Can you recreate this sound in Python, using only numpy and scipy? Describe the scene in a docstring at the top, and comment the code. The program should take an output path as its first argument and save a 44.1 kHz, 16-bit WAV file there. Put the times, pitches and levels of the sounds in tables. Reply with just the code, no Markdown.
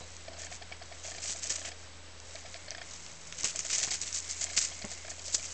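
"""Feathers and foil strips of a toy wand swish across a carpet, close to a small camera, as two kittens scrabble.
Each swish is a shower of tiny crackles ringing in the barbs, over duller friction; claws snap and tick
as short rings, cracks and taps, and paws land as damped thuds in a small quiet room.
The camera's focus motor ticks along in short steps, as rings and rasps on a fixed clock.
Beneath lie a low hum, a thin whine, rumble and microphone hiss, with a faint squeak and a whirr."""
import sys
import numpy as np
from scipy import signal
from scipy.fft import rfft, irfft
from scipy.io import wavfile
from scipy.ndimage import uniform_filter1d

SR = 44100
rng = np.random.default_rng(int(sys.argv[2]) if len(sys.argv) > 2 else 0)


def wrap_up_sound(samples):
    """Save the sound to the file named by the first command line argument, as 16-bit audio."""
    columns = np.atleast_2d(samples).T
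    # keep every value between -1 and 1, then stretch to whole-number steps
    tamed = np.clip(columns, -1, 1)
    steps = np.round(tamed * 32767).astype(np.int16)
    wavfile.write(sys.argv[1], SR, steps)


N = 243873
TIME = np.arange(N) / SR  # [s]


def amp(db):
    """Decibels to gain."""
    return 10 ** (np.asarray(db) / 20)


def unit(x):
    """Scale to rms 1."""
    return x / np.sqrt(np.mean(x ** 2))


def colour(x, points, size=4096):
    """Causal minimum-phase filter through (frequency [Hz], gain [dB]) points; keeps the power of white noise."""
    hz, db = np.transpose(points)
    f = np.arange(size + 1) * SR / (2 * size)
    gain = unit(amp(np.interp(np.log(f + 1), np.log(hz), db)))
    cepstrum = irfft(np.log(gain))
    # folding the cepstrum forward in time makes the filter causal
    cepstrum[1:size] *= 2
    cepstrum[size + 1:] = 0
    impulse = irfft(np.exp(rfft(cepstrum)))[:size]
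    return signal.oaconvolve(x, impulse)[:N]


def resonate(x, hz, width_hz):
    """One resonance, gain 1 at its centre."""
    b, a = signal.iirpeak(hz, hz / width_hz, fs=SR)
    return signal.lfilter(b, a, x)


def ring(x, hz, width_hz):
    """A resonance applied twice: it builds up over a few cycles and has steep skirts; rms 1."""
    return unit(resonate(resonate(x, hz, width_hz), hz, width_hz))


def narrow(hz, width_hz):
    """A narrow band of noise, rms 1."""
    return ring(rng.standard_normal(N), hz, width_hz)


def walk(rate):
    """Smooth random drift of rms 1, with rate new values a second."""
    k = int(SR / rate)
    held = np.repeat(rng.standard_normal(N // k + 1), k)
    return unit(uniform_filter1d(held, k)[:N])


def swell(t, rise, fall):
    """An envelope that grows up to t = 0 and dies away after it."""
    return np.exp(-np.minimum(np.maximum(-t / abs(rise), t / abs(fall)), 20))


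def push(t, peak_s):
    """An envelope that reaches 1 after peak_s and falls off more slowly."""
    return t / peak_s * np.exp(1 - t / peak_s)


def add(out, s, sound):
    """Mix a short sound in at time s."""
    i = max(int(s * SR), 0)
    out[i:i + len(sound)] += sound[:max(N - i, 0)]


def crackle(rate, spread_db, smooth):
    """Tiny slips of unequal size, rate a second, plus a share of smooth friction; even in power."""
    chance, size, friction = rng.random(N), rng.exponential(size=N), rng.standard_normal(N)
    at = chance < rate / SR
    slips = np.zeros(N)
    slips[at] = np.sign(friction[at]) * amp(spread_db * np.minimum(size[at], 3.0))
    return unit(unit(slips / np.sqrt(rate)) + smooth * friction)


# every stroke swells for a share of its length, sags as it loses speed, and dies away
SWISH_ATTACK_SHARE, SWISH_SAG_DB, SWISH_RELEASE_S = .25, 2.5, 0.0088


def stroke(t, length):
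    """Level of one stroke: attack, a sagging hold of the given length, release."""
    attack = np.minimum(t / (SWISH_ATTACK_SHARE * length), 1)
    hold = amp(-SWISH_SAG_DB * np.minimum(t / length, 1))
    return attack * hold * np.exp(-np.maximum(t - length, 0) / SWISH_RELEASE_S)


# strokes of the feather toy: (start [s], length [s], relative level [dB])
STROKES = [(0.374, 0.092, -45), (0.498, 0.065, -45.5), (1.03, 0.071, -42.5), (1.215, 0.065, -38),
           (1.269, 0.058, -34.5), (1.422, 0.053, -38.5), (1.494, 0.028, -31), (1.529, .025, -38),
           (1.553, .01, -33.5), (1.642, 0.046, -40.5), (3.378, 0.033, -40), (3.44, .015, -26),
           (3.459, 0.051, -36.5), (3.555, 0.018, -37), (3.586, 0.021, -37), (3.641, 0.023, -36.5),
           (3.693, .025, -31.5), (3.72, 0.041, -29), (3.775, .035, -32.5), (3.827, 0.014, -26),
           (3.904, .02, -30), (3.93, .025, -33), (4.01, .03, -35), (4.054, .035, -39), (4.135, 0.058, -33),
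           (4.287, .035, -34), (4.406, .035, -31.5), (4.564, 0.0088, -26.5), (4.573, .012, -23),
           (4.597, 0.058, -31), (4.896, .04, -40), (5.092, 0.025, -41), (5.24, .045, -40.5),
           (5.323, .022, -32), (5.343, .008, -21.5), (5.38, 0.0072, -40.5)]
# fur and feathers dragging on the carpet between strokes: (time [s], relative level [dB])
DRAG = [(0.0, -54), (0.3, -59), (0.75, -64), (1.1, -48.5), (1.62, -47.5), (1.75, -59.5), (2.15, -67.5),
        (2.3, -53), (2.8, -59), (2.92, -50), (3.22, -54.5), (3.4, -47.5), (3.68, -46.5), (3.87, -41),
        (4.0, -47.5), (4.68, -42.5), (4.82, -48.5), (5.2, -50), (5.45, -45)]
# a stroke's dull body against its crisp top, thinner once the toy lifts off the carpet: (time [s], level [dB])
BODY_TO_TOP = [(0.4, -8), (1.1, -10), (1.55, -9.5), (1.67, -4), (3.4, -8), (4.0, -10.5), (4.2, -14.5),
               (4.65, -12.5), (5.33, -19), (5.45, -5)]
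# rings of barbs and foil strips: (frequency [Hz], width of each pass [Hz], relative level [dB])
BARB_RINGS = [(3940, 1930, -5.5), (5320, 2030, -4), (6360, 2100, 1), (7080, 1880, 1), (7680, 2100, -2.5)]
# dull colour of carpet and fur, heard again in the claw taps: (frequency [Hz], relative gain [dB])
CARPET_COLOUR = [(100, -10), (300, -11.5), (550, -8), (900, -12.5), (1400, -4.5), (2200, 2.5), (3200, 1),
                 (5000, -14.5)]


def feathers(flutter_db=1.0):
    """Barbs and foil flick past each other: a crisp top, and a duller body where they rub on carpet and fur."""
    drag = amp(np.interp(TIME, *np.transpose(DRAG)) + flutter_db * walk(rate=31))
    stroke_power = np.zeros(N)
    for s, length, db in STROKES:
        add(stroke_power, s, (amp(db) * stroke(TIME[:SR // 4], length)) ** 2)
    body_to_top = amp(np.interp(TIME, *np.transpose(BODY_TO_TOP)))
    top_power = drag ** 2 + stroke_power
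    body_power = (drag * amp(-9.5)) ** 2 + stroke_power * body_to_top ** 2
    # a harder stroke sets more barbs slipping; each size of barb rings at its own pitch
    rate = 850 * (top_power / amp(-45) ** 2) ** .18
    barbs = np.zeros(N)
    for hz, width, db in BARB_RINGS:
        barbs += amp(db) * ring(crackle(rate, spread_db=5.0, smooth=0.31), hz, width)
    top = unit(colour(barbs, [(1200, -17.5), (3000, -8.5), (4500, 1.0), (8000, -0.5), (11000, -9.5)]))
    body = colour(crackle(2.7 * rate, spread_db=2.5, smooth=0.62), CARPET_COLOUR)
    clumps = unit(amp(2.23 * walk(rate=430)))  # the barbs catch and let go in clumps
    return clumps * amp(0.5) * (top * np.sqrt(top_power) + body * np.sqrt(body_power))


# low hum that thins midway while its octave grows: (time [s], fundamental level [dB], octave level [dB])
HUM_LEVELS = [(0, -55.5, -67), (2.1, -56, -75), (3.3, -61.5, -63), (4.3, -56, -73.5), (5.53, -56, -72.5)]
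# faint electronic whine: (frequency [Hz], level [dB])
WHINE_TONES = [(414, -85), (3875, -71.5), (7875, -66)]
# colour of the microphone hiss: (frequency [Hz], relative gain [dB])
HISS_COLOUR = [(70, -12), (125, -4.5), (400, -5), (560, -1.5), (700, -5), (900, -6), (1560, -6.5),
               (2030, -6), (2400, -7.5), (3900, -8.5), (4700, -8), (8000, -13)]
HUM_HZ, HISS_DB = 82.2, -51.0


def background():
    """A low hum with its octave and a thin whine share a slight pitch drift, over rumble and microphone hiss."""
    s, first_db, octave_db = np.transpose(HUM_LEVELS)
    phase = 2 * np.pi * np.cumsum(1 + 0.0012 * walk(rate=3)) / SR  # for a tone of 1 Hz
    hum = amp(np.interp(TIME, s, first_db)) * np.sin(HUM_HZ * phase)
    hum += amp(np.interp(TIME, s, octave_db)) * np.sin(2 * HUM_HZ * phase)
    whine = sum(amp(db) * np.sin(hz * phase) for hz, db in WHINE_TONES)
    hiss = colour(rng.standard_normal(N), HISS_COLOUR) * amp(0.55 * walk(rate=25))
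    rumble = colour(rng.standard_normal(N), [(8, -11), (24, -3.5), (38, -12.5), (55, -10.5), (110, -13.5),
                                             (300, -40.0), (1000, -80.0)])
    tones = np.sqrt(2) * (hum + whine)  # the listed levels are rms
    return tones + amp(HISS_DB) * hiss + amp(-64.0) * rumble


# a narrow whirr: (time [s], level [dB])
WHIRR_LEVELS = [(2.5, -73), (2.63, -59), (3.2, -67.5), (4.8, -56.5), (5.1, -60), (5.2, -76)]


def squeak_and_whirr():
    """Two narrow bands of noise: a thin squeak at the start, and a faint whirr in the second half."""
    squeak = amp(-56) * swell(TIME - .03, rise=.04, fall=.025) * narrow(hz=3950, width_hz=130)
    whirr = amp(np.interp(TIME, *np.transpose(WHIRR_LEVELS))) * narrow(hz=2130, width_hz=250)
    return squeak + whirr


# paws landing on the carpet: (time [s], relative level [dB], thud pitch [Hz], rumble t60 [s])
LANDINGS = [(0.007, -40.5, 133, 0.19), (1.294, -40.5, 228, 0.072), (1.503, -39, 121, 0.12),
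            (1.679, -45, 143, 0.13), (3.438, -36, 134, 0.16), (3.829, -40, 164, 0.1),
            (3.874, -35, 121, 0.043), (4.574, -45, 158, 0.12), (4.843, -30.5, 210, 0.08),
            (5.343, -40.5, 238, 0.047)]


def paws(thud_s=0.0069, scuff=0.44, slap_s=0.0011):
    """A soft pad slaps the pile and pushes the damped floor for a few cycles; a dull rumble trails behind."""
    thuds, slaps, tails = np.zeros(N), np.zeros(N), np.zeros(N)
    t = TIME[:SR // 4]
    heaviest_db = max(row[1] for row in LANDINGS)
    for s, db, hz, t60 in LANDINGS:
        grit = amp(db) * rng.standard_normal(len(t))
        weight = amp(1.1 * (db - heaviest_db))  # light landings barely reach the floor under the pile
        thud = np.sin(2 * np.pi * hz * t) * np.exp(-t / thud_s)
        add(thuds, s + slap_s, -weight * amp(db) * thud)
        add(slaps, s + slap_s, weight * grit * push(t, slap_s))
        add(tails, s, grit * np.exp(-np.log(1000) * t / t60))
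    slap = colour(slaps, [(120, -5), (260, 2), (480, 2.5), (750, -1.5), (1500, 1), (2900, -3.5), (4200, -30.5)])
    rumble = colour(tails, [(80, -13.0), (190, -7.5), (330, -4.0), (580, 0.5), (1200, -14.5), (2800, -25.5),
                            (5000, -44.5)])
    return amp(1.0) * thuds + amp(-5.0) * slap + scuff * rumble


# single snaps of claws, quills and foil: (time [s], relative level [dB], ring pitch [Hz], tap trim [dB])
SNAP_EVENTS = [(0.1669, -26, 6330, -13), (1.505, -18, 5970, -11), (2.2014, -28.5, 6200, -11),
               (2.356, -27, 4600, -2), (2.543, -25.5, 4930, -2.5), (2.707, -16.5, 5700, -19),
               (3.0642, -28.5, 5100, -6), (3.325, -24.5, 5800, -1), (3.4335, -14.5, 6000, -15),
               (3.4452, -9.5, 6200, -14.5), (3.5926, -14.5, 6600, -15), (3.7573, -15.5, 6300, -11),
               (3.7834, -9.5, 6700, -29), (3.838, -13, 6550, -13), (4.128, -16.5, 6000, -18),
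               (4.203, -17.5, 6860, -26), (4.442, -9.5, 7200, -23.5), (4.5717, -13, 7100, -19),
               (4.5759, -9, 5340, -9), (4.58, -12, 6240, -4), (4.8504, -21.5, 7140, -14),
               (5.349, -8, 6230, -13.5)]
# crisp colour of the cracks: (frequency [Hz], relative gain [dB])
CRACK_COLOUR = [(1500, -34), (3000, -31), (4000, -4), (5000, 3), (6200, -0.5), (7300, 4.5), (8200, -14),
                (9500, -5.5)]


def snaps(ring_s=0.00017, crack_s=0.00025, tap_s=0.00082, crack_share=.17):
    """A claw or quill lets go: a brief high ring, a crisp crack and a longer, duller tap on the carpet."""
    rings, cracks, taps = np.zeros(N), np.zeros(N), np.zeros(N)
    t = TIME[:SR // 100]
    for s, db, hz, tap_db in SNAP_EVENTS:
        grit = amp(db) * rng.standard_normal(len(t))
        add(rings, s, amp(db) * np.sin(2 * np.pi * hz * t) * push(t, ring_s))
        add(cracks, s, grit * push(t, crack_s))
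        add(taps, s, amp(tap_db) * grit * push(t, tap_s))
    crack = crack_share * colour(cracks, CRACK_COLOUR)
    return amp(-3.0) * rings + crack + amp(-11.0) * colour(taps, CARPET_COLOUR)


# the focus motor hunts in runs of slow probing or quick steps: (start [s], steps, clock ticks between steps,
# relative ring level [dB], first ring pitch [Hz], climb per step [Hz], delay of the rasp [s])
MOTOR_RUNS = [(0.281, 1, 1, -42, 646, 0, .001), (0.315, 5, 1, -51.5, 659, -1, .021),
              (0.515, 5, 3, -46, 700, -5, 0.0089), (1.048, 5, 1, -48.5, 630, 21, .003),
              (1.249, 3, 3, -49.5, 647, 5, .011), (1.581, 5, 1, -48.5, 626, 19, .004),
              (2.349, 3, 3, -47.5, 646, 5, .012), (2.681, 5, 1, -49, 625, 23, .003),
              (3.548, 2, 3, -49, 645, -2, .008), (3.781, 5, 1, -49, 649, 23, .004),
              (4.415, 4, 1, -51, 658, 3, .019), (4.714, 3, 3, -50, 675, 2, .008),
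              (5.047, 3, 1, -50, 630, 27, .003), (5.181, 3, 3, -51.5, 630, 0, .013)]
MOTOR_CLOCK_HZ = 30
# the higher the carriage rings, the more it rasps and the less it rings
REST_HZ, RASP_DB, RASP_DB_PER_HZ, RING_DB_PER_HZ = 642, -48, 0.0581, -0.032


def focus_steps():
    """Steps on the motor's clock: (time [s], ring level [dB], pitch [Hz], rasp level [dB], rasp delay [s])."""
    for start, count, ticks, db, first_hz, climb_hz, delay in MOTOR_RUNS:
        for k in range(round(count)):
            s = start + k * round(ticks) / MOTOR_CLOCK_HZ
            hz = first_hz + k * climb_hz
            above = hz - REST_HZ
            yield s, db + RING_DB_PER_HZ * above, hz, RASP_DB + RASP_DB_PER_HZ * above, delay


# resonances of the lens barrel: (frequency [Hz], width [Hz], relative level [dB])
BARREL_RINGS = [(1310, 82, -13), (1810, 190, 2.5), (2320, 280, 3), (3220, 190, 1.5), (4350, 450, 0),
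                (4940, 370, -5.5)]


def focus_motor(push_s=0.0031, rasp_s=0.0037, glide=2.3, judder_s=0.014, stop_ratio=1.13,
                start_share=0.3, uneven=.2, wander_db=2.5):
    """Steps ring and judder the lens carriage; as it stops, it rasps through the barrel and rings higher."""
    rings, rasps, judders = np.zeros(N), np.zeros(N), np.zeros(N)
    t = TIME[:SR // 8]
    for s, ring_db, hz, rasp_db, delay in focus_steps():
        # the pitch rises as the carriage speeds up
        phase = 2 * np.pi * hz * np.cumsum(1 + glide * (t - 2 * push_s)) / SR
        stretch = np.exp(uneven * rng.standard_normal())  # no two steps take quite the same time
        add(rings, s, amp(ring_db) * push(t, push_s * stretch) * np.sin(phase))
        stop_ring = np.sin(2 * np.pi * hz * stop_ratio * t)
        add(rings, s + delay, amp(-62.0) * push(t, peak_s=0.0037) * stop_ring)
        add(judders, s, amp(ring_db) * push(t, judder_s))
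        add(rasps, s, start_share * amp(ring_db) * push(t, peak_s=0.0019))
        add(rasps, s + delay - rasp_s, amp(rasp_db) * push(t, rasp_s))
    teeth = crackle(rate=5000, spread_db=5.5, smooth=0.33)
    barrel = np.zeros(N)
    for hz, width, db in BARREL_RINGS:
        barrel += amp(db + wander_db * walk(rate=20)) * resonate(teeth, hz, width)
    # the housing lets little treble through
    barrel = colour(unit(barrel), [(1000, -0.5), (5000, 0), (6500, -12)]) * amp(-5.5)
    carriage = colour(rng.standard_normal(N), [(120, -34.5), (260, 3.5), (520, 0.0), (760, 3.5), (1100, -28),
                                               (3000, -50.0)])
    return amp(6.0) * rings + amp(2.0) * rasps * barrel + amp(-13.0) * judders * carriage


def room(x, t60=0.17, wet_db=-13):
    """A small carpeted room: a weak, short tail of decaying noise."""
    t = TIME[:SR // 3]
    tail = rng.standard_normal(len(t)) * np.exp(-np.log(1000) * t / t60) * (t > .003)
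    return x + amp(wet_db) * signal.fftconvolve(x, tail / np.linalg.norm(tail))[:N]


def scene():
    """The play sounds in the room; the motor reaches the microphone through the camera's body."""
    play = room(feathers() + snaps() + paws())
    return (play + focus_motor() + squeak_and_whirr() + background())[None]


def record(dry, top_hz=8400, offset=-.0026):
    """The camera cuts the top steeply; its converter rests slightly off zero."""
    taps = signal.firwin(101, top_hz, window=("kaiser", 7), fs=SR)
    return signal.fftconvolve(dry, taps[None], mode="same") + offset


dry = scene()
out = record(dry)
wrap_up_sound(out)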